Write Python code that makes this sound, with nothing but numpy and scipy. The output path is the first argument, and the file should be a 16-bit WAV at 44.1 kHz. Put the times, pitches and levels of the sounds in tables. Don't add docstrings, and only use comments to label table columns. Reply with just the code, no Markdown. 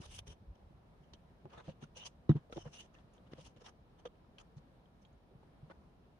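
import sys
import numpy as np
from scipy import signal
from scipy.io import wavfile
from scipy.ndimage import uniform_filter1d

SR = 44100
rng = np.random.default_rng(int(sys.argv[2]) if len(sys.argv) > 2 else 0)


def magnitude_from_level(level_db):
    exponent = np.asarray(level_db, float) / 20
    return 10 ** exponent


def transcribe(signal):
    frames = np.atleast_2d(signal).T
    limited = np.clip(frames, -1, 1)
    pcm = np.round(limited * 32767).astype(np.int16)
    wavfile.write(sys.argv[1], SR, pcm)


N = 272979


def rms_one(x):
    return x / np.sqrt(np.mean(x ** 2) + 1e-20)


def at_hz(points, hz):
    table_hz, value = np.array(points).T[:2]
    return np.interp(np.log(hz), np.log(table_hz), value)


def band(x, low_hz, high_hz, order=2):
    return signal.sosfilt(signal.butter(order, [low_hz, high_hz], "band", fs=SR, output="sos"), x)


def drift(rate_hz):
    r = np.exp(-40 * np.pi * rate_hz / SR)
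    chance = rng.standard_normal(N // 20 + 2002)
    slow = signal.lfilter([1], [1, -2 * r, r * r], chance)[2000:]
    return np.interp(np.arange(N) / 20, np.arange(len(slow)), rms_one(slow))


def ring(force, hz, t60_s):
    r = magnitude_from_level(-60 / (t60_s * SR))
    w = 2 * np.pi * hz / SR
    return signal.lfilter([0, np.sin(w)], [1, -2 * r * np.cos(w), r * r], force + 1e-18)


def two_ports(mid, side, alike):
    alike = np.clip(alike, -.95, .999)
    return np.sqrt(1 + alike) * mid + np.sqrt(1 - alike) * side * [[1], [-1]]


# pitch_hz, density_db (per Hz)
ROOM_SPECTRUM = [(18, -32), (32, -2), (52, -1.5), (82, -8), (158, -3), (287, -12), (358, -13), (736, -15),
                 (2040, -30.5), (3690, -34), (4280, -38.5), (4970, -38.5), (6690, -42.5), (7390, -49),
                 (9470, -28), (11300, -48.5), (14700, -80), (22000, -120)]
# pitch_hz, likeness (-1 to 1)
PORT_LIKENESS = [(60, 0.9), (130, 0.88), (260, 0.82), (560, 0.49), (1170, -0.085), (2450, -0.2),
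                 (5150, 0.03), (10800, -0.089)]


def room_tone():
    out = 0
    together = drift(2.5)
    edges_hz = 28 * 2 ** np.arange(0, 9.4, .4)
    white = rng.standard_normal((2, 2, N))
    for k, (low, high) in enumerate(zip(edges_hz, edges_hz[1:])):
        hz = np.sqrt(low * high)
        pair = band(white[k % 2], low, high)
        level_db = at_hz(ROOM_SPECTRUM, hz) + .6 * together + .8 * drift(9)
        out = out + magnitude_from_level(level_db) * two_ports(*pair, at_hz(PORT_LIKENESS, hz))
    return magnitude_from_level(-63.5) * rms_one(out)


# middle_s, level_db, length_s
STAND_BUMPS = [(-0.019, -31.5, 0.069), (0.098, -55, 0.18), (0.197, -56.5, 0.12), (0.299, -53, 0.12),
               (0.421, -56.5, 0.063), (0.498, -48, 0.09), (0.653, -58.5, 0.079), (0.757, -59, 0.075),
               (1.136, -62, 0.06), (1.23, -70, 0.053), (1.567, -63, 0.062), (1.718, -70, 0.31),
               (1.945, -69, 0.11), (2.176, -64.5, 0.13), (2.58, -60, 0.31), (3.04, -72, 0.11),
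               (3.47, -59.5, 0.067), (3.819, -67.5, 0.11), (4.432, -75, 0.35), (5.142, -64.5, 0.077),
               (5.417, -67, 0.065), (5.517, -77, 0.043), (5.79, -61, 0.091), (6.01, -78, 0.088)]


def bumps():
    time = np.arange(N) / SR
    level = magnitude_from_level(-73.5)
    for middle_s, db, length_s in STAND_BUMPS:
        swell = np.cos(np.pi * np.clip((time - middle_s) / length_s, -.5, .5)) ** 2
        level = level + magnitude_from_level(db) * swell
    shake = band(rng.standard_normal((2, N)), 42, 85)
    shake = shake / uniform_filter1d(np.abs(shake[0]), size=1300)
    return level * rms_one(two_ports(*shake, 0.99))


# start_s, peak_db, pulse_ms, crack_db
SHEET_POPS = [
    (2.5262, -41, 1.8, -13),
    (3.3340, -38, 2.8, -17),
]


def pops():
    out, size = np.zeros((2, N)), 1500
    for s, db, pulse_ms, crack_db in SHEET_POPS:
        age = np.arange(size) / SR / (pulse_ms / 1000) - .5
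        crack = rng.standard_normal((2, size)) * np.exp(-np.clip(age, 0, 50) / .5) * (age > 0)
        crack = magnitude_from_level(crack_db) * signal.lfilter([.5], [1, -1.2, .36], crack)
        air = -(age + .07) * np.exp(-(age / .3) ** 2) * 8
        i = int(s * SR)
        out[:, i:i + size] += magnitude_from_level(db - 2) * (air + crack)
    return out


# start_s, peak_db, pitch_hz, t60_ms
CREASE_TICKS = [(1.135, -52.5, 4100, 7.3), (1.4548, -59, 1090, 27), (1.455, -51, 830, 40),
                (1.68, -54, 793, 69), (1.681, -44, 198, 70), (1.824, -52, 220, 64), (1.826, -49, 337, 50),
                (1.838, -55, 1400, 17), (2.4992, -59, 600, 12), (2.525, -51, 1346, 29),
                (2.561, -48.5, 640, 19), (2.564, -52, 205, 60), (2.569, -57, 940, 25),
                (2.577, -42.5, 697, 29), (2.95, -58.5, 2700, 15), (2.962, -64, 1834, 66),
                (2.986, -65, 3330, 13), (3.135, -68.5, 6720, 20), (3.135, -70, 9700, 15),
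                (3.1795, -64.5, 3190, 7.1), (3.334, -50, 2010, 0.65), (3.684, -56, 1205, 38),
                (4.056, -57, 900, 25), (4.057, -54, 3600, 15), (4.058, -66, 4450, 15), (4.06, -59, 149, 80),
                (4.062, -54, 1190, 22), (4.065, -64, 3350, 25), (4.154, -74, 2530, 8.1),
                (4.2458, -70, 1400, 14), (4.387, -67, 2639, 3.8), (4.579, -68, 4270, 24),
                (4.8566, -69, 3190, 14), (5.05, -62.5, 3270, 13), (5.051, -66, 3780, 15),
                (5.053, -76, 6730, 49), (5.128, -78, 6600, 40), (5.4295, -62, 870, 15),
                (5.7, -62, 1370, 34), (5.699, -54, 540, 47), (5.701, -68, 3100, 22), (5.702, -72, 1970, 20),
                (5.702, -79, 4300, 50), (5.705, -61, 920, 36), (5.711, -53, 1500, 30)]


def ticks():
    out, size = np.zeros((2, N + SR)), 3000
    age = np.arange(size) / SR
    for s, db, hz, t60_ms in CREASE_TICKS:
        chance = rng.standard_normal((2, size))
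        note = ring(chance * np.exp(-age / .004), hz, t60_ms / 1000)
        note = note / np.abs(note).max(axis=1, keepdims=True)
        click = magnitude_from_level(-13) * signal.lfilter([.35], [1, -1.5, .5625], chance * np.exp(-age / .001))
        i = int(s * SR)
        out[:, i:i + size] += magnitude_from_level(db) * two_ports(*(note + click), at_hz(PORT_LIKENESS, hz))
    return out[:, :N]


# start_s, peak_db, pitch_hz, contact_ms, snap_db
WOOD_TAPS = [(0.011, -53, 287, 14, -42), (0.269, -56.5, 414, 38, -12), (1.137, -54, 315, 5.4, -35),
             (1.452, -48, 378, 19, -36), (1.682, -42.5, 528, 20.2, -40), (1.825, -58, 330, 25, -4.5),
             (1.964, -53, 514, 17, -30), (2.3545, -31.5, 326, 8.9, -38), (2.498, -53.5, 467, 15, -22),
             (2.525, -45.5, 485, 9.7, -8.5), (2.56, -40, 440, 9, -37), (2.568, -36, 349, 14, -21),
             (2.654, -46, 494, 20, -37), (3.179, -63, 507, 17, -18), (3.315, -65, 298, 12, -26),
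             (3.378, -49, 523, 16, -34), (3.563, -55, 478, 13, -15), (3.615, -53.5, 490, 7.9, -22),
             (4.052, -36, 501, 9.9, -43), (4.066, -46.5, 478, 12.4, -32), (5.31, -57, 390, 18, -30),
             (5.43, -58.5, 412, 6.5, -24), (5.7, -52, 334, 16, -44), (5.706, -51.5, 665, 7.2, -51)]


def taps():
    out, size = np.zeros((2, N + SR)), 4000
    age = np.arange(size) / SR
    for s, db, hz, contact_ms, snap_db in WOOD_TAPS:
        chance = rng.standard_normal((4, size))
        pan_db = -rng.uniform(-0.74, 1)
        contact_s = contact_ms / 1000
        force = 0.019 * chance[:2] * (age < contact_s)
        force[0, 0] = -1
        note = ring(force, hz, 95.0 / hz) + 1.8 * ring(force, hz * 1.18, 11.8 / hz)
        note = note + 0.086 * ring(force, hz * 2.3, 20.0 / hz) + 0.049 * ring(force, hz * 2.4, 42.0 / hz)
        note = note * np.minimum(age / 0.0053, 1) * np.exp(-np.maximum(age - contact_s, 0) / 0.0051)
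        note = two_ports(*signal.lfilter([.3], [1, -.7], note), 0.57)
        snap = 0
        for mode_hz, width_hz, mode_db in SCRAPE_PEAKS[1:] + BRIGHT_PEAKS:
            snap = snap + magnitude_from_level(mode_db) * rms_one(ring(chance[2:], mode_hz, 6.9 / np.pi / width_hz))
        snap = magnitude_from_level(snap_db - 14.5) * snap * (np.exp(-age / 0.0068) + 0.235 * np.exp(-age / 0.011))
        tap = note / np.abs(note).max() + two_ports(*snap, -0.26)
        i = int(s * SR)
        out[:, i:i + size] += magnitude_from_level(db) * tap * magnitude_from_level(np.array([[pan_db], [-pan_db]]) / 2)
    return out[:, :N]


# start_s, peak_db, contact_ms, damped_after_ms
HAND_THUMPS = [(0.283, -52, 5.1, 27), (0.705, -54, 3.2, 49), (1.007, -59, 6.8, 10), (1.444, -47, 5.3, 31),
               (1.575, -53.5, 2.4, 35), (1.676, -41, 4, 58), (1.823, -44, 4, 22), (2.3435, -38, 4.2, 20),
               (2.3505, -29, 4.3, 27), (2.563, -42, 3, 40), (2.656, -41.5, 5.6, 82), (3.034, -58, 8.1, 17),
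               (3.316, -50.5, 3.4, 37), (3.381, -50.5, 4.6, 42), (3.556, -58, 4, 26), (4.561, -45, 7.3, 42),
               (5.348, -51.5, 5.9, 11), (5.624, -46.5, 7.3, 51)]
# start_s, peak_db, contact_ms, damped_after_ms
KNOCK = [
    (2.2918, -12.3, 3.1, 36),
]
# pitch_hz, level_db, t60_s
DESK_MODES = [(82.5, -29.5, .1), (155.4, 0, .063), (220.7, -21, .105), (315, -15, .068)]
# pitch_hz, level_db, t60_s
STAND_MODES = [(149.4, 1.07, .054), (445, -13.5, .015)]
# pitch_hz, level_db, t60_s
PANEL_MODES = [(494, -29.5, 0.028), (715, -47.5, 0.11), (1016, -44, 0.088), (1257, -51, 0.051),
               (1920, -46, 0.04), (2780, -55, 0.08), (3800, -47.5, 0.03), (5400, -56, 0.034),
               (6570, -49, .03)]


def thumps():
    out, size = np.zeros(N + SR), 6000
    age = np.arange(size) / SR

    def modes(force, table):
        return sum(magnitude_from_level(db) * ring(force, hz, t60_s) for hz, db, t60_s in table)

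    for s, db, contact_ms, damped_ms in HAND_THUMPS + KNOCK:
        push = np.hanning(max(3, int(abs(contact_ms) * SR / 1000)))
        force = np.pad(push / push.sum(), (0, size - len(push)))
        body = modes(force, STAND_MODES) - modes(force, DESK_MODES)
        body = body * np.minimum(age / .004, 1)
        edge = np.pad(np.hanning(10) / 5, (40, size - 50)) * min(3.1 / contact_ms, 1) ** 5
        body = body + modes(edge, PANEL_MODES)
        body = body * np.exp(-np.maximum(age - damped_ms / 1000, 0) / .012)
        i = int(s * SR)
        out[i:i + size] += magnitude_from_level(db) * body / np.abs(body).max()
    return out[:N]


def desk_at_ports(desk):
    later = np.pad(desk, (9, 0))[:N]
    sway = magnitude_from_level(-8.0) * band(desk, 45, 105) * [[1], [-1]]
    return np.array([magnitude_from_level(0.1) * later, magnitude_from_level(-0.7) * desk]) + sway


def friction(per_s, spread_db, grain_share):
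    caught = rng.random((2, N)) < per_s / SR
    sizes = magnitude_from_level(spread_db * np.minimum(rng.exponential(1, N), 5)) * rng.standard_normal((2, N))
    return rng.standard_normal((2, N)) + grain_share * rms_one(caught * sizes)


def resonant(pair, peaks, alike):
    out = 0
    for k, (hz, width_hz, db) in enumerate(peaks):
        r = np.exp(-np.pi * width_hz / SR)
        poles = [1, -2 * r * np.cos(2 * np.pi * hz / SR), r * r]
        peak = signal.lfilter([(1 - r * r) / 2, 0, (r * r - 1) / 2], poles, pair)
        out = out + magnitude_from_level(db + 1.6 * drift(22)) * (-1) ** k * peak
    return rms_one(two_ports(*out, alike))


def ridge(s, hz, width_hz, alike):
    phase = 2 * np.pi * np.cumsum(np.interp(np.arange(N) / SR, s, hz)) / SR
    lowpass = signal.butter(2, width_hz / 2, fs=SR, output="sos")
    slow = signal.sosfilt(lowpass, rng.standard_normal((2, 2, N)))
    return rms_one(two_ports(*(slow[0] * np.cos(phase) + slow[1] * np.sin(phase)), alike))


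# start_s, length_s, end_scrape_db, bright_share_db, rub_share_db
PAPER_SLIDES = [(0.006, 0.057, -59.5, 2, 3.5), (0.105, 0.063, -56.5, 3, -4.5), (0.265, 0.064, -64, 1.5, 3),
                (1.497, 0.11, -67.5, -11, 11), (1.639, 0.081, -67, -10, 5.5), (1.811, 0.032, -63, -3, 4),
                (1.952, 0.086, -59.5, -8, -2), (2.05, 0.023, -54, 3, -1.5), (2.515, 0.11, -67.5, 1, 6),
                (2.635, 0.13, -80, 5, 1), (2.648, 0.031, -72.5, -11, 20), (2.725, 0.083, -59.5, 0.5, -2.5),
                (2.801, 0.06, -76, -1.5, 8), (2.968, 0.042, -82, -3, 17), (3.478, 0.035, -80.5, -2, 9),
                (3.13, 0.038, -78, 0, 8.5), (3.344, 0.038, -74, -6, 6), (3.378, 0.036, -67, 0.5, 5.5),
                (3.444, 0.028, -61, -1, 2.5), (3.604, 0.018, -69, 1, 12), (3.641, 0.054, -67.5, 3.5, 12),
                (4.396, 0.018, -67.5, 2.5, 10.5), (3.985, 0.017, -72.5, -3.5, 10.5),
                (5.012, 0.02, -84.5, 7.5, -2), (4.564, 0.02, -72.5, 2.5, 8),
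                (0.072, 0.046, -64.5, -1.5, -6)]
# peak_s, scrape_db, bright_share_db, rub_share_db, fade_ms (per 20 dB)
EDGE_FLICKS = [(0.28, -64.5, 13, 8, 5), (0.558, -72.5, -2, 12, 3), (1.036, -80, -2, 0, 29),
               (1.579, -65, -10, 8.5, 66), (1.69, -69, -13, -12, 32), (1.972, -62, 7, 9, 23),
               (2.322, -65.5, -14.5, 8.5, 38), (2.366, -65, -9, 16, 34.5), (2.807, -59, -3.5, -28, 36),
               (2.944, -69.5, -2, 11.5, 30), (3.272, -70.5, -12, 5, 28), (3.32, -64.5, -5, 7, 30),
               (3.572, -69.5, -5, 5, 33), (3.664, -52, -12, -10, 13), (1.535, -71, -12, 13, 30),
               (3.412, -68, 4, -22, 68), (0.191, -45, -1, -4.5, 12.5)]
# peak_s, scrape_db, bright_share_db, rub_share_db, fade_ms (per 20 dB)
EDGE_SLAPS = [
    (1.136, -59, -6.5, 1, 23),
    (2.2935, -52, -13.5, 14, 40.2),
    (4.054, -54, -9, 7.5, 39.7),
    (4.3845, -56, -10, -0.5, 24.8),
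    (5.699, -76.5, -25, 22.5, 120),
]


def stroke_shapes(time):
    lift_db_per_s = 1500
    for s, length_s, db, bright_db, rub_db in PAPER_SLIDES:
        age = time - s
        since = np.maximum(age - length_s, 0)
        grip = np.clip(age / .02 + 0.59, 0, 1) ** 2
        swell_db = db - 3.0 * (1 - np.clip(age / length_s, 0, 1))
        lift = magnitude_from_level(-lift_db_per_s * since) + magnitude_from_level(-23 - 276 * since)
        yield grip * magnitude_from_level(swell_db) * lift, bright_db, rub_db
    # rows, rise in dB per s, time in s until the sheet lies flat and silent
    for rows, rise, rest_s in [(EDGE_FLICKS, 1798.5, 1), (EDGE_SLAPS, 9000, 0.023)]:
        for s, db, bright_db, rub_db, fade_ms in rows:
            age = time - s
            shape_db = np.minimum(rise * age, -20 * age / (fade_ms / 1000))
            rest_db = -2 * lift_db_per_s * np.maximum(age - rest_s, 0)
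            yield magnitude_from_level(db + shape_db + rest_db), bright_db, rub_db


# pitch_hz, width_hz, level_db
SCRAPE_PEAKS = [(2440, 1600, 0.5), (2925, 910, 7), (3570, 430, 5.5), (4000, 1040, -2)]
# pitch_hz, width_hz, level_db
BRIGHT_PEAKS = [(5220, 1100, -9), (6310, 380, -3), (6720, 210, -3.5), (8050, 710, -8.5), (9620, 420, -10.5),
                (10150, 1100, -19), (13500, 1900, -31.5)]
# pitch_hz, width_hz, level_db
RUB_PEAKS = [(476, 274, 2.5), (944, 237, 5), (1237, 170, 3), (1700, 550, -5)]
# time_s, lower_hz, upper_hz, squeak_db, sheen_db (top treble)
BEND_RIDGES = [(0.0, 2955, 6150, -16, 5), (0.16, 3040, 6020, -7, 7.5), (0.358, 3130, 5830, 0, 6),
               (1.149, 3150, 5870, 2, -4), (1.601, 2950, 5720, -18, -3), (1.94, 2772, 5960, -2.5, 1),
               (2.04, 3000, 5980, 4.5, 2), (2.109, 3100, 6430, -13, -1.5), (2.549, 3200, 5570, -4, 1),
               (2.629, 2970, 5660, 3.5, -3), (2.72, 2786, 5620, -5, -0.5), (2.791, 2900, 6310, 1, 9.5),
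               (2.84, 3150, 6340, -7, -3), (3.39, 3000, 5965, -13, 3.5), (3.599, 2957, 5450, -4, 2),
               (3.69, 3000, 5620, -6, 3), (4.05, 3250, 6090, -1, 3), (4.431, 3040, 5620, -13, 1)]


def strokes():
    time = np.arange(N) / SR
    coarse = time[::16]
    gains = 0
    for level, bright_db, rub_db in stroke_shapes(coarse):
        gains = gains + level * magnitude_from_level(np.array([[0], [bright_db], [rub_db]]))
    scrape_gain, bright_gain, rub_gain = [np.interp(time, coarse, g) for g in gains]

    bend_s, lower_hz, upper_hz, squeak_db, sheen_db = np.transpose(BEND_RIDGES)
    squeak = magnitude_from_level(np.interp(time, bend_s, squeak_db) + 0.67 * drift(41))
    sheen = magnitude_from_level(np.interp(time, bend_s, sheen_db))
    stutter = drift(60)

    scrape = resonant(friction(4000, 2.6, 0.5), SCRAPE_PEAKS, 0.1)
    scrape = .65 * scrape + squeak * ridge(bend_s, lower_hz, 270, -.45)
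    scrape = magnitude_from_level(1.2 * stutter + 1.1 * drift(90)) * scrape

    bright = resonant(friction(3000, 3.0, 0.34), BRIGHT_PEAKS, -0.037)
    top = signal.sosfilt(signal.butter(3, 7400, "high", fs=SR, output="sos"), bright)
    bright = bright + (sheen - 1) * top
    bright = .85 * bright + .7 * squeak * ridge(bend_s, upper_hz, 450, -.1)
    bright = magnitude_from_level(1.0 * stutter + 1.2 * drift(90)) * bright

    rub = resonant(friction(1200, 2.5, .4), RUB_PEAKS, .1)
    rub = magnitude_from_level(0.92 * stutter + 1.57 * drift(40) - 5.5) * rub
    return scrape_gain * scrape + bright_gain * bright + rub_gain * rub


def scene():
    background = room_tone() + bumps()
    touches = pops() + ticks() + taps() + desk_at_ports(thumps())
    return background + touches + strokes()


def top_cut(x):
    return signal.sosfilt(signal.butter(12, 15700, fs=SR, output="sos"), x)


def record(dry):
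    dry = signal.sosfilt(signal.butter(2, 35, "high", fs=SR, output="sos"), dry)
    dip_hz, dip_width_hz, depth = 7630, 2080, 0.64
    notched = signal.lfilter(*signal.iirnotch(dip_hz, dip_hz / dip_width_hz, fs=SR), dry)
    dry = depth * notched + (1 - depth) * dry
    low = signal.sosfilt(signal.cheby2(10, 30, 11600, fs=SR, output="sos"), dry)
    stepped = low + 0.23 * (dry - low)
    hiss = magnitude_from_level(-99.5) * rms_one(band(rng.standard_normal(dry.shape), 10500, 15600, order=4))
    return top_cut(stepped + hiss)


dry = scene()
out = record(dry)
transcribe(out)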